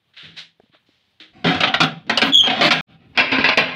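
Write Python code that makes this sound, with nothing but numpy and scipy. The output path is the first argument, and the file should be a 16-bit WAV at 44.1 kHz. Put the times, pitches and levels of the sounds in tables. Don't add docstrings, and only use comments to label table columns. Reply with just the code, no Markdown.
import sys
import numpy as np
from scipy import signal
from scipy.fft import rfft, irfft
from scipy.io import wavfile
from scipy.ndimage import uniform_filter1d, minimum_filter1d

SR = 44100
rng = np.random.default_rng(int(sys.argv[2]) if len(sys.argv) > 2 else 0)


def undo_db(level):
    steps = np.asarray(level, float) / 20
    return 10 ** steps


def wrap_up_sound(samples):
    columns = np.atleast_2d(samples).T
    tamed = np.clip(columns, -1, 1)
    steps = np.round(tamed * 32767).astype(np.int16)
    wavfile.write(sys.argv[1], SR, steps)


N = 165375
SCENE_CHANGE_S = 2.8105

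# frequency in Hz, level in dB.
SHOP_TONE = [(40, -6), (100, 8), (300, -2), (1500, -8), (3600, -3), (5000, -18), (7000, -26), (16000, -28)]
# start in seconds, rise in seconds, hold in seconds,
# fall t60 in seconds, level in dB.
BRUSHES = [
    (.132, 0.0056, 0.033, 0.25, -56),
    (0.3548, 0.023, 0.016, 0.23, -32.5),
    (0.701, 0.042, 0.014, 0.18, -54),
    (0.85, 0.016, 0.092, 1.5, -64.5),
    (1.199, 0.0017, 0.016, 0.29, -40.5),
    (.59, .03, 0.05, 0.37, -68.5),
    (.156, 0.015, 0.084, 0.48, -40.5),
]
BRUSH_HZ = [2660, 3200, 1970, 3400, 2740, 2970, 2670]
# start in seconds, level in dB, pitch in Hz, t60 in seconds.
TAPS = [(0.231, -46, 163, 0.5), (.252, -44, 165, 0.6), (.252, -48, 600, .03), (0.599, -30, 420, 0.017),
        (0.635, -46, 220, .04), (.66, -53, 500, .02), (0.696, -53, 150, 0.05), (.735, -50.5, 300, 0.066),
        (.747, -47.5, 606, 0.048), (0.889, -49, 290, 0.037), (1.205, -49, 316, 0.42)]
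# start in seconds, peak level in dB, rattle t60 in seconds,
# bass tilt in dB, treble tilt in dB.
BOLT_KNOCKS = [(1.443, -8, 0.39, 12.5, -15), (1.468, -8, 0.47, 10, -11), (1.545, -12, 0.19, 5, -1.5),
               (1.604, -5.5, 0.31, -2, 5), (1.634, -1, 0.21, -4.5, -23), (1.672, -8, 0.28, 5, -20),
               (1.739, -1.5, 0.17, -5.5, -10.5), (1.803, 2, 0.19, -2.5, 11), (1.831, -7, 0.26, 6, 16.5),
               (2.095, -3.5, 0.41, 3.5, 5.5), (2.173, -2, 0.16, -1.5, 16.5), (2.216, 3.5, 0.22, 1.5, 10.5),
               (2.47, -7, 0.17, -2.5, -8), (2.498, -8, 0.63, 0, -20.5), (2.609, -3.5, 0.3, -2, 0.5),
               (2.706, -1, 0.29, -22, 5.5), (2.718, -10.5, 0.24, -2, 28.5), (2.066, -44, .03, -10, 7.5)]
LEAF_KNOCKS = [
    (3.174, -1, 0.47, -6.5, -2.5),
    (3.2, -10.5, 0.98, 7, 4),
    (3.316, -5.5, 0.82, 3, -13.5),
    (3.383, -5.5, 0.25, 9, -27),
    (3.441, 0.5, 0.33, -3.5, -19),
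    (3.487, -2.5, 0.13, -4, -18),
    (3.573, 0, 0.51, -1.5, 12),
]
# start in seconds, length in seconds, level in dB,
# bass tilt in dB, treble tilt in dB.
DRAGS = [(2.433, 0.04, -22, 0, -12), (2.612, 0.081, -8, 2, 4.5), (2.405, .04, -36, 6, -12),
         (3.32, .06, -17, 0, -6), (3.39, .045, -19, 0, -6), (2.47, .12, -23, 6.5, -6),
         (2.56, 0.058, -19, 7, -11), (1.446, .09, -14.5, 13.5, 4), (1.53, 0.066, -23, 4, 0),
         (2.708, .018, -10, -5.5, 6), (2.73, .09, -22, -3, 4), (2.225, 0.085, -20.5, 2.5, 3),
         (3.177, .04, -10.5, -6, 4), (3.45, .04, -17, -3, 2.5), (3.5, 0.045, -16, -5.5, -13),
         (1.33, 0.13, -43, 16.5, 13), (2.066, 0.03, -34, 26, -10), (3.149, .04, -33.5, 4, -15),
         (3.13, .03, -54, -6, -15), (2.95, .19, -58, 8, -17), (2.868, 0.1, -49, 6, -10),
         (3.0, 0.067, -50, 23, -15), (1.9, .17, -45, 24.5, -0.5)]
# start in seconds, level in dB, pitch in Hz, t60 in seconds.
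FLEXES = [(1.447, -19, 168, 0.51), (1.448, -20.5, 400, .25), (1.81, -24, 163, .8), (2.225, -18, 272, .45),
          (2.27, -24.5, 165, .2), (2.465, -23.5, 268, 0.41), (2.59, -21, 265, .9), (2.645, -19, 265, .35),
          (1.61, -24, 765, .35), (1.675, -22, 770, .4), (2.47, -23, 745, .5), (3.38, -23, 265, .4),
          (2.9, -50, 165, 1.5), (2.6, -24.5, 166, 0.55), (2.73, -24.5, 165, 1), (3.316, -20.5, 262, 0.49),
          (2.38, -32, 105, .2), (2.1, -24, 320, .15), (1.545, -27, 90, 0.23), (1.74, -29, 90, 0.22)]
# frequency in Hz, level in dB, t60 in seconds.
BOLT_MODES = [(164.6, -4.5, 0.4), (233.6, -8, 0.28), (268, -3, 0.26), (326, -8, 0.09), (595, -18, 0.15),
              (725.4, -9.5, 0.13), (769.7, -6.5, 0.09), (1424, -17.5, .12), (1525, -19, .1),
              (1646, -19, 0.1), (2552, -20, 0.098), (3800, -16.5, 0.03), (8530, -17.5, 0.091),
              (13700, -24, .08)]
# frequency in Hz, level in dB, t60 in seconds.
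LEAF_MODES = [(164, -7, 0.4), (264.2, -9, 0.15), (660, -14, 0.12), (1050, -6.5, 0.068), (1354, -23, 0.14),
              (1652, -12, 0.043), (2122, -21.5, 0.19), (2340, -13, 0.06), (2486, -12, 0.06),
              (2722, -16, 0.05), (2895, -17, 0.04), (4780, -20, 0.1), (7600, -24, .1)]
# frequency in Hz, level in dB.
BOLT_COLOUR = [(60, -29.5), (200, -8), (450, -6.5), (800, -4), (3300, -2), (4300, -10.5), (7500, -36.5),
               (14000, -70.5)]
# frequency in Hz, level in dB.
LEAF_COLOUR = [(60, -24), (250, -6), (420, -7.5), (1200, -6.5), (2700, -0.5), (5000, -13.5), (7000, -48),
               (14000, -58)]
# start in seconds, length in seconds, level in dB.
RUST_HISS = [
    (2.205, .115, -51),
    (2.62, .075, -50),
    (2.706, .07, -60),
    (1.445, .12, -62),
    (1.828, .05, -57),
    (2.74, .07, -64),
    (3.44, .11, -68),
]
# time in seconds, slip rate in Hz, level in dB.
SQUEAL_PATH = [
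    (2.316, 3480, -60),
    (2.324, 3440, -19),
    (2.33, 3410, -24),
    (2.345, 3410, -9),
    (2.366, 3260, -15),
    (2.378, 3400, -14),
    (2.399, 3210, -12),
    (2.44, 3215, -22),
    (2.52, 3230, -36),
]
# frequency in Hz, level in dB, t60 in seconds.
SQUEAL_MODES = [(3376, 0, .5), (3212, -4, .3), (3050, -12, .2), (4550, 4, .1)]
OVERTONES_DB = [-19, -36, -29]


def level(x, db):
    return x * undo_db(db) / np.sqrt(np.mean(x ** 2) + 1e-30)


def colour(table, hz):
    points_hz, points_db = np.array(table).T
    return np.interp(np.log(hz), np.log(points_hz), points_db)


def band(x, lo_hz, hi_hz, order=2):
    return signal.sosfilt(signal.butter(order, [lo_hz, min(hi_hz, 20000)], "band", fs=SR, output="sos"), x)


def add(out, s, x):
    i = int(s * SR)
    end = int(SCENE_CHANGE_S * SR) + 900 if s < SCENE_CHANGE_S else N
    x = x[:end - i]
    out[i:i + len(x)] += x


def rattle(size):
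    clicks_per_s, grain_db, grit_db = 2500, 2.5, -1.5
    hits = rng.random(size) < clicks_per_s / SR
    heights = undo_db(grain_db * np.minimum(rng.exponential(1, size), 3))
    clicks = hits * heights * rng.choice([-1, 1], size)
    return level(clicks, 0) + level(rng.standard_normal(size), grit_db)


def rings(hz, t60, size=16384):
    t = np.arange(size) / SR
    decay = np.exp(-np.log(1000) * t / t60[:, None])
    return np.sin(2 * np.pi * hz[:, None] * t) * decay / np.sqrt(t60[:, None])


def shop():
    hz = np.arange(N // 2 + 1) * SR / N + 1
    sway = level(band(rng.standard_normal(N), 55, 200), -54)
    sway *= np.clip((np.arange(N) / SR - 1.266) * 10, 0, 1)
    swell = undo_db(2 * level(uniform_filter1d(rng.standard_normal(N), 4000), 0))
    tone = level(irfft(rfft(rng.standard_normal(N)) * undo_db(colour(SHOP_TONE, hz)), N), 0)
    return swell * (undo_db(-70) * tone + sway)


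def hand():
    out, t = np.zeros(N), np.arange(SR // 2) / SR
    phone_hz, phone_db = 3510, 1
    for (s, rise, hold, t60, db), hz in zip(BRUSHES, BRUSH_HZ):
        rub = rattle(len(t))
        hiss = band(rub, hz * .5, hz * 1.356, order=3)
        hiss += undo_db(phone_db) * band(rattle(len(t)), phone_hz * 0.826, phone_hz * 1.17, order=3)
        hiss += 0.027 * band(rub, 170, 5300) + 0.23 * band(rub, 550, 1400)
        stroke = np.minimum(t / rise, 1) ** 2 * undo_db(-60 * np.maximum(t - rise - hold, 0) / t60)
        add(out, s, level(hiss, db) * stroke)
    for s, db, hz, t60 in TAPS:
        thud = .5 * level(band(rng.standard_normal(len(t)), hz * .5, hz * 2), 0)
        ring = np.sin(2 * np.pi * hz * t) + thud
        add(out, s, undo_db(db - 60 * t / t60) * ring * np.minimum(t / .001, 1))
    return out


def steel(modes, spectrum, size=16384):
    detune, sheet_t60_s, scatter_db = .012, .035, 3
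    bass_hz, treble_hz = 457, 8500
    mode_hz, mode_db, mode_t60 = np.array(modes).T
    hz = np.arange(size // 2 + 1) * SR / size + 1

    def contact(bass_db, treble_db):
        bank = rings(mode_hz * (1 + detune * rng.standard_normal(len(modes))), mode_t60)
        bank *= np.sqrt(mode_hz[:, None] / 1000 / np.sum(bank ** 2, axis=1, keepdims=True))
        sheet = rng.standard_normal(size) * undo_db(-60 * np.arange(size) / SR / sheet_t60_s)
        sheet[0] = np.sqrt(np.sum(sheet ** 2))
        ring = undo_db(mode_db + scatter_db * rng.standard_normal(len(bank))) @ bank
        ring += sheet * 3.6 / np.sqrt(np.sum(sheet ** 2))
        db = colour(spectrum, hz)
        db = db + bass_db / (1 + (hz / bass_hz) ** 4) + treble_db / (1 + (treble_hz / hz) ** 6)
        fold = irfft(db * np.log(10) / 20, size)
        fold[1:size // 2] *= 2
        fold[size // 2 + 1:] = 0
        return irfft(rfft(ring) * np.exp(rfft(fold)), size)
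    return contact


def strike(out, force, body, s, db, tail=0):
    lowpass = signal.butter(2, 4750, fs=SR, output="sos")
    dull = signal.sosfilt(lowpass, tail * rattle(len(force)))
    x = signal.fftconvolve(force * rattle(len(force)) + dull, body)
    add(out, s, x * undo_db(db - 9) / np.sqrt(uniform_filter1d(x ** 2, 441).max()))


def knocks(out, rows, part):
    t = np.arange(SR // 2) / SR
    attack_s, blow_s = 0.0016, 0.0083
    rise = np.minimum(t / attack_s, 1)
    blow = rise * np.exp(-t / blow_s)
    for s, db, t60, bass_db, treble_db in rows:
        bite = level(band(rattle(len(t)), 3496, 4940), db - 19 + treble_db / 2)
        add(out, s, blow * bite)
        grit = level(band(rattle(len(t)), 7000, 16000), db - 57 + treble_db / 3)
        add(out, s, grit * (blow + 0.27 * undo_db(-60 * t / (.3 * t60))))
        force = undo_db(-4) * blow + rise * undo_db(-60 * t / (0.44 * t60))
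        chatter = undo_db(-5.5 - 60 * t / (1.326 * t60))
        strike(out, force, part(bass_db, treble_db), s, db, chatter)


def drags(out, bolt, leaf):
    t = np.arange(SR // 2) / SR
    for s, length, db, bass_db, treble_db in DRAGS:
        force = np.sin(np.pi * np.clip(t / length, 0, 1)) ** 0.29 * (t < length)
        part = leaf if s > 3.1 else bolt
        strike(out, force, part(bass_db, treble_db), s, db + 7)


def flexes(out):
    t = np.arange(SR // 2) / SR
    rise_s, width = 0.011, 0.091
    for s, db, hz, t60 in FLEXES:
        rough = level(band(rattle(len(t)), hz * (1 - width), hz * (1 + width)), -4)
        boom = np.sin(2 * np.pi * hz * t) + rough
        add(out, s, boom * np.minimum(t / rise_s, 1) * undo_db(db - 60 * t / t60))


def door():
    out = np.zeros(N)
    bolt, leaf = steel(BOLT_MODES, BOLT_COLOUR), steel(LEAF_MODES, LEAF_COLOUR)
    knocks(out, BOLT_KNOCKS, bolt)
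    knocks(out, LEAF_KNOCKS, leaf)
    drags(out, bolt, leaf)
    flexes(out)
    return out


def rust():
    out, t = np.zeros(N), np.arange(SR // 4) / SR
    for s, length, db in RUST_HISS:
        hiss = band(rattle(len(t)), 9900, 17000) + .3 * band(rattle(len(t)), 6500, 9300)
        speed = np.sin(np.pi * np.clip(t / length, 0, 1)) ** 1.2
        add(out, s, level(hiss, db) * speed)
    return out


def squeal():
    jitter, flutter_db, direct_db = .02, 2.5, 5
    t = np.arange(N) / SR
    path_s, path_hz, path_db = np.array(SQUEAL_PATH).T
    mode_hz, mode_db, mode_t60 = np.array(SQUEAL_MODES).T
    wobble = level(band(rng.standard_normal(N), 15, 220, order=3), 0)
    flutter = flutter_db * level(band(rng.standard_normal(N), 30, 160, order=3), 0)
    rate_hz = np.interp(t, path_s, path_hz) * (1 + jitter * wobble)
    swing = undo_db(np.interp(t, path_s, path_db, -120, -120) + flutter)
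    slip = swing * np.sin(np.cumsum(2 * np.pi * rate_hz / SR))
    rung = signal.fftconvolve(slip, undo_db(mode_db) @ rings(mode_hz, mode_t60))[:N]
    z = signal.hilbert(undo_db(direct_db) * slip + rung * np.std(slip) / np.std(rung))
    out = z.real
    for k, db in enumerate(OVERTONES_DB):
        out = out + undo_db(db) * (z * (z / (np.abs(z) + 0.34)) ** (k + 1)).real
    return out


def room(near):
    t = np.arange(SR // 2) / SR
    t60_s, echo_db = 0.12, -25
    tail = rng.standard_normal(len(t)) * undo_db(-60 * t / t60_s) * (t > .004)
    echo = level(tail, echo_db) / np.sqrt(len(t))
    return signal.fftconvolve(near, echo)[:N]


def scene():
    near = door() + rust() + squeal() + hand()
    return (near + room(near) + shop())[None]


def top_cut(x):
    return signal.sosfilt(signal.butter(12, 16120, fs=SR, output="sos"), x)


def record(dry):
    silent_s, fade_in_s, leak_db = 0.055, 0.041, -71
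    limit, limit_s = .86, .004
    t = np.arange(N) / SR - SCENE_CHANGE_S
    fade_in = np.clip((t - silent_s) / fade_in_s, 0, 1)
    stop = np.clip(-t * 3000, 0, 1)
    leak = undo_db(leak_db - 400 * np.abs(t))
    gate = np.maximum(np.maximum(fade_in, stop), leak)
    x = signal.sosfilt(signal.butter(2, 65, "high", fs=SR, output="sos"), dry) * gate
    x = signal.sosfilt(signal.ellip(8, .2, 60, 15600, fs=SR, output="sos"), x)
    span = int(limit_s * SR)
    gain = np.minimum(1, limit / (np.abs(x) + 1e-9))
    gain = uniform_filter1d(minimum_filter1d(gain, 2 * span), span)
    return top_cut(x * gain)


dry = scene()
out = record(dry)
wrap_up_sound(out)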